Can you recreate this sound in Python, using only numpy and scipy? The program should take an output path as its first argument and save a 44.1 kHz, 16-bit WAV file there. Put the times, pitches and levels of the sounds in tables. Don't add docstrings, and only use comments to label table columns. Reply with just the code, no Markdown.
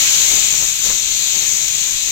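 import sys
import numpy as np
from scipy import signal
from scipy.fft import rfft, irfft, next_fast_len
from scipy.io import wavfile
from scipy.ndimage import uniform_filter1d, minimum_filter1d

SR = 44100
rng = np.random.default_rng(int(sys.argv[2]) if len(sys.argv) > 2 else 0)


def ratio(d):
    e = np.asarray(d, float) / 20
    return 10 ** e


def transcribe(u):
    v = np.clip(np.atleast_2d(u).T, -1, 1)
    q = np.round(v * 32767).astype(np.int16)
    wavfile.write(sys.argv[1], SR, q)


N = 93183
TIME_S = np.arange(N) / SR
SIZE = next_fast_len(2 * N)
HZ = np.arange(SIZE // 2 + 1) * SR / SIZE + 1e-3

# t/s, level/dB
STEAM_FLOW = [(0.0, -11.5), (0.04, -18.5), (0.28, -15), (0.7, -18.5), (0.73, -21.5), (0.83, -19.5),
              (0.85, -15.5), (0.98, -18), (0.99, -18.5), (1.4, -18.5), (1.52, -18.5), (1.56, -18.5),
              (1.67, -19), (1.69, -17.5), (1.7, -20), (1.83, -19), (2.11, -18.5)]
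# f/Hz, level/dB
JET_SPECTRUM = [(450, -82.5), (1650, -69.5), (2350, -59), (3100, -58), (4000, -54.5), (5000, -60.5),
                (12500, -65.5), (16000, -71.5)]
# f/Hz, level/dB
NEAR_PORT_RESPONSE = [(2800, -2.15), (3700, 3.5), (4750, -2.5), (5050, -2.5), (5500, -1.6), (8800, -2.66),
                      (10100, -15), (12000, -1)]
FAR_PORT_RESPONSE = [(3200, -3.16), (3800, -10), (5000, -4.5), (6100, -3), (7050, -10.5), (8300, -7.5),
                     (10700, -9), (12300, -1.2)]
# f/Hz, width/Hz, level/dB
NEAR_PORT_RINGS = [(6860, 980, 18.5), (6130, 120, 4.5), (6690, 110, 3.5), (3420, 73, -1.5),
                   (7540, 250, 1.5), (3200, 750, -0.5), (4470, 190, 2), (9800, 600, -10)]
FAR_PORT_RINGS = [(2440, 90, 1.7), (5800, 100, -7), (9170, 120, 6), (3240, 520, 1), (8100, 430, 2),
                  (6740, 300, -5)]
# t/s, length/s, rise of unheard top/dB, rise of draught/dB
SPITS = [(.01, 0.066, 0, 1), (0.35, 0.08, 3.5, 11), (0.538, 0.023, 5.5, 1), (0.632, 0.049, 7.5, 6.5),
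         (0.866, 0.069, 4.5, 7.5), (0.932, .07, 3.5, 6), (1.112, 0.06, 3.5, 5.5), (1.27, 0.058, 4, -2),
         (1.397, .09, 4.5, -1), (1.586, 0.18, 2.5, 0), (1.95, 0.062, -5.5, 8)]


def level(x, db):
    return x * ratio(db) / np.sqrt(np.mean(x ** 2))


def colour(points, rings=()):
    hz, db = np.array(points, float).T
    base_db = np.interp(np.log(HZ), np.log(hz), db)
    ring_db = sum(d * np.exp(-((HZ - f) / w) ** 2 / 2) for f, w, d in rings)
    return ratio(base_db + ring_db)


def band(hz, width_hz):
    bell = np.exp(-((HZ - hz) / width_hz) ** 2 / 4)
    noise = rfft(rng.standard_normal(SIZE))
    return level(irfft(noise * bell)[:N], 0)


def walk(rate_hz, size=N):
    hold = int(SR / rate_hz)
    steps = np.repeat(rng.standard_normal(size // 400), hold)[:size]
    return uniform_filter1d(uniform_filter1d(steps, hold), hold) * 4 / 3


def flame():
    hz, width_hz, apart = 127, 22, 0.97
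    flutter = ratio(3 * walk(11.16) - 2.6 * TIME_S)
    roar = band(hz, width_hz) + apart * np.array([band(hz, width_hz) for _ in range(2)])
    rumble = np.array([band(77, 68) for _ in range(2)])
    return level(roar * flutter, -47.5) + level(rumble * flutter, -62.5)


def kitchen(lag_s):
    room_db, t60_s, first_echo_s, direct_top_hz = 0.5, 0.29, 0.0016, 4700
    t = np.arange(SR // 2) / SR
    cloud = rng.standard_normal(len(t)) * np.exp(-np.log(1000) * t / t60_s) * (t > first_echo_s)
    cloud = cloud * ratio(room_db) / np.sqrt(np.sum(cloud ** 2))
    direct = np.exp(-2j * np.pi * HZ * lag_s) / np.sqrt(1 + (HZ / direct_top_hz) ** 2)
    return direct + rfft(cloud, SIZE)


def flow_db():
    t, db = np.array(STEAM_FLOW).T
    flow = np.interp(TIME_S, t, db)
    return flow - flow.mean()


def spits_db(column):
    return sum(row[column] * np.exp(-(2 * (TIME_S - row[0]) / row[1]) ** 4 / 2) for row in SPITS)


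def sputter():
    flow = flow_db()
    top_db = 0.61 * flow + spits_db(2) + 1.24 * walk(24.55)
    top = band(20970, 460) * ratio(top_db)
    draught_db = 0.5 * flow + spits_db(3) + 0.5 * walk(13.7)
    draught = (band(0, 33.5) + 0.55 * band(0, 142)) * ratio(draught_db)
    return np.array([level(top, -13) + level(draught, -37), np.zeros(N)])


def vent():
    swell_db = 1.61 * walk(4.34, size=SIZE)
    noise = rfft(rng.standard_normal(SIZE)) * colour(JET_SPECTRUM)
    octave = np.log2(np.clip(HZ, 2 ** 8.5, 2 ** 14))
    out = 0
    for centre in np.arange(17, 29) / 2:
        share = np.cos(np.pi * np.clip(octave - centre, -.5, .5)) ** 2
        flicker_db = -1.72 * walk(10.86, size=SIZE)
        out = out + irfft(noise * share) * ratio(swell_db + flicker_db)
    return rfft(out)


def steam():
    port_lag_s = .00014
    near = far = 0
    for _ in range(5):
        jet = vent()
        near = near + jet * kitchen(0)
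        far = far + jet * kitchen(port_lag_s)
    near = irfft(near * colour(NEAR_PORT_RESPONSE, NEAR_PORT_RINGS))[:N]
    far = irfft(far * colour(FAR_PORT_RESPONSE, FAR_PORT_RINGS))[:N]
    far_share, far_start_db, far_settle_s = 0.12, 5.5, 0.42
    flow = flow_db()
    near = near * ratio(flow)
    far = far * ratio(far_share * flow + far_start_db * np.exp(-TIME_S / far_settle_s))
    return np.array([level(near, -11.5), level(far, -21.5)])


def scene():
    return flame() + sputter() + steam()


def low_pass(x):
    return signal.sosfilt(signal.butter(12, 15750, fs=SR, output="sos"), x)


def record(dry):
    square_law, bass_cut_hz, top_cut_hz, ceiling = 0.17, 19, 16050, .93
    bent = dry + square_law * (dry ** 2 - np.mean(dry ** 2, axis=1, keepdims=True))
    bent = signal.sosfilt(signal.butter(1, bass_cut_hz, "high", fs=SR, output="sos"), bent)
    bent = signal.sosfiltfilt(signal.ellip(8, .1, 60, top_cut_hz, fs=SR, output="sos"), bent)
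    duck = minimum_filter1d(np.minimum(1, ceiling / np.abs(bent + 1e-9)), size=129)
    duck = uniform_filter1d(uniform_filter1d(duck, size=65), size=65)
    return low_pass(bent * duck)


dry = scene()
out = record(dry)
transcribe(out)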